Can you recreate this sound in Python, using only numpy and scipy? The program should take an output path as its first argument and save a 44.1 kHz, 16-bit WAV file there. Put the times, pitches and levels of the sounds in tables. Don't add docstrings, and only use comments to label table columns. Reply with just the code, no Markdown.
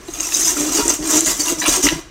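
import sys
import numpy as np
from scipy import signal
from scipy.fft import rfft, irfft
from scipy.io import wavfile
from scipy.ndimage import uniform_filter1d

SR = 44100
rng = np.random.default_rng(int(sys.argv[2]) if len(sys.argv) > 2 else 0)


def invert_db(x):
    u = np.asarray(x, float) / 20
    return 10 ** u


def output_pcm(signal):
    pcm = np.clip(np.atleast_2d(signal).T, -1, 1) * 32767
    wavfile.write(sys.argv[1], SR, np.round(pcm).astype(np.int16))


N = 92610
T = np.arange(N) / SR

# frequency in Hz, level in dB.
KITCHEN_SPECTRUM = [(15, -28), (25, 1.5), (234, -16.5), (298, -4.5), (600, -18.5), (1580, -20), (3450, -26),
                    (6960, -31), (15600, -54)]
# start in seconds, level in dB, panel note in dB relative.
THUMPS = [(0.602, -40.5, 8), (0.697, -37, -9), (0.822, -31, -4.5), (0.888, -39, -4), (0.999, -33.5, 3.5),
          (1.128, -61, 8), (1.2, -43, -15), (1.27, -35.5, 2.5), (1.318, -38, 3), (1.39, -45, -3),
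          (1.68, -30.5, 1.5), (1.838, -27, -2.5), (1.923, -32, 6.5), (1.575, -45, 10), (1.71, -28, -7),
          (1.954, -32, 4)]
# start in seconds, hold in seconds, level in dB, pitch in Hz.
JUDDERS = [(0.085, 0.0067, -28, 339), (0.183, 0.041, -37.5, 308.5), (0.394, 0.028, -35.5, 299),
           (0.527, 0.013, -30.5, 363.6), (0.566, 0.13, -23, 300.4), (0.701, 0.02, -24.5, 282),
           (0.748, 0.037, -24, 315), (.785, 0.025, -21, 419), (.79, 0.016, -26, 290),
           (0.854, 0.0055, -20.5, 303), (0.872, 0.016, -21, 333), (0.898, 0.0079, -18.5, 310),
           (0.921, 0.013, -27, 304), (0.992, 0.036, -27.5, 300.6), (1.029, 0.087, -28, 308),
           (1.125, 0.055, -19, 309.4), (1.177, 0.067, -27.5, 319), (1.268, 0.036, -27, 280.5),
           (1.386, 0.049, -30.5, 296), (1.495, 0.019, -27, 338), (1.521, 0.011, -20, 332),
           (1.56, 0.031, -29.5, 307), (1.62, 0.03, -28, 301), (1.678, 0.016, -18, 296),
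           (1.724, 0.032, -33, 285), (1.758, 0.048, -24.5, 376), (1.837, 0.038, -17.5, 289),
           (1.917, 0.013, -20, 316), (1.956, 0.039, -33, 320)]
# start in seconds, level in dB, pitch in Hz, hold in seconds.
TICKS = [(.137, -17, 6580, 0.0041), (0.199, -19, 6320, 0.0026), (0.369, -11.5, 6260, .008),
         (0.447, -12, 6300, .008), (.47, -14.5, 6200, 0.028), (0.243, -27, 2650, 0.016),
         (0.341, -11, 6280, 0.0063), (.344, -23, 3880, 0.0066), (.345, -22, 5050, .018),
         (0.409, -13.5, 6220, 0.025), (0.443, -21, 5120, 0.035), (0.465, -27, 2130, 0.0052),
         (0.785, -25, 947, 0.074), (0.791, -26, 1392, 0.038), (0.897, -10, 6300, 0.007),
         (1.129, -23, 3710, 0.012), (1.267, -25, 638, 0.02), (1.398, -18.5, 4580, .012),
         (1.467, -33, 1140, 0.015), (1.502, -18, 6730, 0.0016), (1.48, -19, 2800, .006),
         (1.599, -24, 7150, 0.014), (1.6, -28.5, 5900, 0.011), (1.662, -17, 2780, 0.006),
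         (1.661, -15.5, 9460, .006), (1.687, -18, 3940, 0.011), (1.651, -27, 1075, 0.035),
         (1.744, -27, 6800, 0.0081)]
# start in seconds, peak in dB, centre in Hz, ring T60 in seconds.
KNOCKS = [(.2015, -22, 2550, .012), (.2295, -22, 2700, .012), (.2895, -19, 790, 0.011),
          (.2895, -17, 2000, 0.0067), (.3216, -16.5, 2640, 0.015), (.3216, -17, 1820, 0.013),
          (.3216, -20, 3760, 0.014), (.3305, -20, 2750, 0.0087), (.568, -17, 1360, 0.018),
          (.6531, -23, 2690, .01), (.2062, -3, 6500, .007), (.88, 2, 7300, .007), (.8828, -17, 6700, .006),
          (.8862, -17, 7360, 0.0055), (.8943, -4.5, 7800, 0.0099), (1.1925, -11, 7000, .008),
          (1.2072, 3, 7300, .006), (1.2072, -21, 13000, .003), (1.248, -9, 6300, .012),
          (1.2482, -15, 7850, .005), (1.2652, -20, 3370, 0.0079), (1.4592, -16, 3750, 0.011),
          (1.4845, -9, 6150, .008), (1.5002, -11, 7800, 0.0089), (1.5002, -19, 12500, .005),
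          (1.5065, -14, 13800, .004), (1.5122, -12, 7200, .005), (1.5235, -8, 7950, 0.0044),
          (1.5235, -16, 12500, .004), (1.617, -11.5, 1890, 0.014), (1.6225, -16, 1770, 0.014),
          (1.6575, -11, 2730, 0.014), (1.6575, -15, 1400, .012), (1.8305, -13, 6900, 0.0086),
          (1.8672, -6, 2015, 0.021), (1.8702, -5, 2900, 0.0082), (1.877, -9, 2700, .01),
          (1.8873, -1.5, 1940, 0.013), (1.8873, -6.5, 2914, 0.015), (1.8873, -7, 3900, 0.0091),
          (1.895, -10, 2800, 0.012), (1.904, -15, 2980, 0.0089)]
# start in seconds, hold in seconds, level in dB, wall clang in dB relative.
STROKES = [(0.08, 0.004, -48.5, 11.5), (0.136, 0.039, -34, -2), (0.198, 0.01, -27, -4),
           (0.221, 0.039, -29.5, -7), (0.322, 0.0091, -23, -12.5), (0.335, 0.075, -20.5, -30),
           (0.391, 0.049, -19.5, -34), (0.445, 0.066, -18.5, -13.5), (0.571, 0.05, -21.5, -8.5),
           (0.636, 0.086, -28, -5.5), (0.721, 0.041, -17, -10), (0.766, 0.043, -24, 0.5),
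           (0.852, 0.022, -22.5, -12), (0.883, 0.026, -17, -10.5), (0.922, 0.026, -20, -14.5),
           (1.021, 0.073, -28, -5.5), (1.096, 0.085, -16, -11.5), (1.135, 0.035, -18.5, -11),
           (1.202, 0.011, -30.5, 2.5), (1.257, 0.064, -15, -11.5), (1.394, 0.016, -15, -36),
           (1.451, 0.025, -20.5, -10), (1.48, 0.038, -21, -6.5), (1.581, .01, -28, -8),
           (1.597, 0.017, -22.5, -16), (1.616, 0.03, -34.5, 12), (1.652, 0.019, -25.5, 7.5),
           (1.67, 0.013, -19, -7), (1.681, 0.05, -15, -13.5), (1.724, 0.037, -16, -7),
           (1.828, 0.035, -12.5, -15.5), (1.856, 0.013, -24, 4), (1.894, .045, -37, 7),
           (1.948, 0.049, -41.5, 2.5)]
# time in seconds, level in dB.
POWDER = [(0, -51), (.12, -36.5), (.25, -24), (.315, -26.5), (.36, -21.5), (.55, -24.5), (.85, -22.5),
          (.99, -37), (1.09, -20), (1.23, -25.5), (1.37, -26.5), (1.5, -21.5), (1.57, -34.5), (1.8, -23.5),
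          (1.92, -30.5), (2.0, -50), (2.1, -82)]
# frequency in Hz, width in Hz, level in dB.
BRIGHT_MODES = [(5050, 310, -7), (5495, 260, -2), (5928, 350, 5.5), (6225, 264, 1.5), (6547, 400, 4.5),
                (7020, 620, 3), (7540, 300, 0.5), (8210, 800, 1), (8270, 1400, -11), (8800, 600, -40)]
# frequency in Hz, width in Hz, level in dB.
CLANG_MODES = [(711, 146, -4), (995, 110, -0.5), (1169, 100, -3), (1292, 217, -0.5), (1640, 290, -1.5),
               (1980, 290, -0.5), (2427, 354, 0.5), (2780, 200, -1.5), (3150, 277, -1), (3424, 240, -1),
               (3900, 430, 0), (4580, 390, -1.5)]
# frequency in Hz, level in dB.
GRIT_SPECTRUM = [(300, -17.5), (900, -16.5), (4300, -14.5), (6400, -2), (8500, -9.5), (10200, -12.5),
                 (14000, -16), (15800, -18)]

KITCHEN_DB = -40.5
ROOM_T60_S, ROOM_DB, ROOM_DULL_HZ = 0.36, -10.5, 6300
KNOCK_ROOM_DB, JUDDER_ROOM_DB = -5, -10
COUNTER_HZ, COUNTER_T60_S, PANEL_HZ, PANEL_T60_S = 47, 0.29, 152.8, 0.12
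JUDDER_T60_S, JUDDER_WIDTH_HZ, OVERTONE_DB, SHOULDER_DB = 0.035, 16, -16, -4
TICK_T60_S, TICK_ATTACK_S, TICK_WAVER, TICK_ROUGH_DB = 0.022, 0.002, 0.011, 3.5
KNOCK_RISE_CYCLES, KNOCK_TAIL_DB, KNOCK_TAIL_TIMES = 1.5, -14, 2.5
STROKE_ATTACK_S, STROKE_T60_S = 0.012, 0.1
GRAINS_PER_S, GRAIN_SPREAD_DB = 14000, 1.6
PATCHY_DB, THROB_DB, GRIT_DB = 2.6, 2.0, 2.5
BOWL_HUM_DB, RATTLE_TREBLE_DB, POWDER_CLANG_DB = -16, -15.5, -14.5
CLUMP_DB, CLUMP_BINS, CLUMP_FRAMES = 3, 3, 7


def unit(x):
    return x / np.sqrt(np.mean(x ** 2))


def noise():
    return rng.standard_normal(N)


def band(x, hz, width_hz):
    return signal.lfilter(*signal.iirpeak(hz, hz / width_hz, fs=SR), x)


def colour(x, spectrum):
    hz, db = np.array(spectrum, float).T
    f = np.maximum(np.arange(N // 2 + 1) * SR / N, 1)
    gain = invert_db(np.interp(np.log(f), np.log(hz), db))
    return unit(irfft(rfft(x) * gain, N))


def walk(rate_hz):
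    k = int(SR / rate_hz)
    steps = np.repeat(rng.standard_normal(N // k + 1), k)
    return unit(uniform_filter1d(steps, k)[:N])


def shape(start_s, hold_s, t60_s, attack_s):
    rise = np.sin(np.pi / 2 * np.clip((T - start_s) / attack_s + 0.5, 0, 1)) ** 2
    return rise * invert_db(-60 * np.clip(T - start_s - hold_s, 0, 2) / t60_s)


def ring(start_s, hz, t60_s):
    u = np.clip(T - start_s, 0, 2)
    return np.sin(2 * np.pi * hz * u) * invert_db(-60 * u / t60_s)


def kitchen_hum():
    level = invert_db(KITCHEN_DB + 2.0 * walk(5.0))
    return level * colour(noise(), KITCHEN_SPECTRUM)


def kitchen_tail(x):
    u = T[:SR // 2]
    tail = signal.lfilter(*signal.butter(1, ROOM_DULL_HZ, fs=SR), rng.standard_normal(len(u)))
    tail = tail * invert_db(-60 * u / ROOM_T60_S) * (u > 0.004)
    return signal.fftconvolve(x, tail / np.sqrt(np.sum(tail ** 2)))[:N]


def counter_thumps():
    out = 0
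    for start_s, db, panel_db in THUMPS:
        soft = 1 - np.exp(-np.clip(T - start_s, 0, 2) / 0.0038)
        counter = ring(start_s, COUNTER_HZ, COUNTER_T60_S)
        panel = invert_db(panel_db) * ring(start_s, PANEL_HZ, PANEL_T60_S)
        out = out + 2 * invert_db(db) * soft * (counter + panel)
    return out


def bowl_judder():
    out = 0
    waver = np.cumsum(walk(40)) / SR
    shake = invert_db(1.6 * walk(70))
    shoulder = invert_db(SHOULDER_DB) * unit(band(noise(), 344, 105))
    for start_s, hold_s, db, hz in JUDDERS:
        phase = 2 * np.pi * (hz * (T - start_s) + JUDDER_WIDTH_HZ / 2 * waver)
        tone = 1.5 * shake * (np.sin(phase) + invert_db(OVERTONE_DB) * np.sin(2 * phase))
        env = shape(start_s, hold_s, JUDDER_T60_S, STROKE_ATTACK_S)
        out = out + invert_db(db) * env * (tone + shoulder)
    return out


def wire_ticks():
    out = 0
    waver = np.cumsum(walk(300)) / SR
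    shake = invert_db(TICK_ROUGH_DB * walk(250) - TICK_ROUGH_DB / 2)
    for start_s, db, hz, hold_s in TICKS:
        tone = np.sin(2 * np.pi * hz * (T - start_s + TICK_WAVER * waver))
        out = out + invert_db(db) * shape(start_s, hold_s, TICK_T60_S, TICK_ATTACK_S) * tone
    return out * shake


def wire_knocks():
    out = 0
    rough = noise()
    for start_s, db, hz, t60_s in KNOCKS:
        u = np.clip(T - start_s, 0, 1)
        rise = 1 - np.exp(-u * hz / KNOCK_RISE_CYCLES)
        decay = invert_db(KNOCK_TAIL_DB - 60 * u / (KNOCK_TAIL_TIMES * t60_s))
        tail = unit(band(rough, hz, hz / 4)) * decay
        out = out + invert_db(db) * rise * (1.62 * ring(start_s, hz, t60_s) + tail)
    return out


def grains(rate_hz):
    size = invert_db(GRAIN_SPREAD_DB * rng.exponential(size=N)) * noise()
    return unit(size * (rng.random(N) < rate_hz / SR))


def clumps(x):
    z = signal.stft(x, nperseg=256)[2]
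    field = uniform_filter1d(rng.standard_normal(z.shape), CLUMP_BINS, axis=0)
    field = uniform_filter1d(field, CLUMP_FRAMES, axis=1)
    return unit(signal.istft(z * invert_db(CLUMP_DB * unit(field)), nperseg=256)[1][:N])


def steel_modes(x, table):
    out = 0
    for hz, width_hz, db in table:
        drive = x * invert_db(PATCHY_DB * walk(60))
        out = out + invert_db(db) * unit(band(band(drive, hz, width_hz), hz, 2 * width_hz))
    return unit(out)


def scrape_powers():
    grit = invert_db(np.interp(T, *np.array(POWDER).T)) ** 2
    clang = grit * invert_db(POWDER_CLANG_DB) ** 2
    for start_s, hold_s, db, clang_db in STROKES:
        env = shape(start_s, hold_s, STROKE_T60_S, STROKE_ATTACK_S) ** 2
        grit = grit + env * invert_db(db) ** 2
        clang = clang + env * invert_db(db + clang_db) ** 2
    return grit, clang


def grit_scrape():
    grit_power, clang_power = scrape_powers()
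    grit = grains(GRAINS_PER_S) * invert_db(THROB_DB * walk(220))
    crunch = clumps(colour(grains(GRAINS_PER_S) + grit, GRIT_SPECTRUM))
    crunch_level = invert_db(GRIT_DB + THROB_DB / 2 * walk(59.95))
    bright = unit(steel_modes(grit, BRIGHT_MODES) + crunch_level * crunch)
    bowl_hum = invert_db(BOWL_HUM_DB) * unit(band(band(noise(), 309.4, 56), 321, 110))
    clang = steel_modes(grains(GRAINS_PER_S / 3), CLANG_MODES)
    rattle = invert_db(RATTLE_TREBLE_DB) * unit(band(grit, 10800, 4200))
    return np.sqrt(grit_power) * (bright + bowl_hum) + np.sqrt(clang_power) * (clang + rattle)


def scene():
    steel, base = grit_scrape(), bowl_judder()
    wires = wire_ticks() + wire_knocks()
    room = kitchen_tail(steel + invert_db(KNOCK_ROOM_DB) * wires + invert_db(JUDDER_ROOM_DB) * base)
    return (steel + wires + base + counter_thumps() + invert_db(ROOM_DB) * room + kitchen_hum())[None]


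def low_pass(x):
    return signal.sosfilt(signal.butter(12, 15760, fs=SR, output="sos"), x)


def record(dry):
    rounded = 1.07 * np.tanh(dry / 1.13)
    lowpass = signal.ellip(8, 0.5, 60, 15750, fs=SR, output="sos")
    return low_pass(signal.sosfilt(lowpass, rounded))


dry = scene()
out = record(dry)
output_pcm(out)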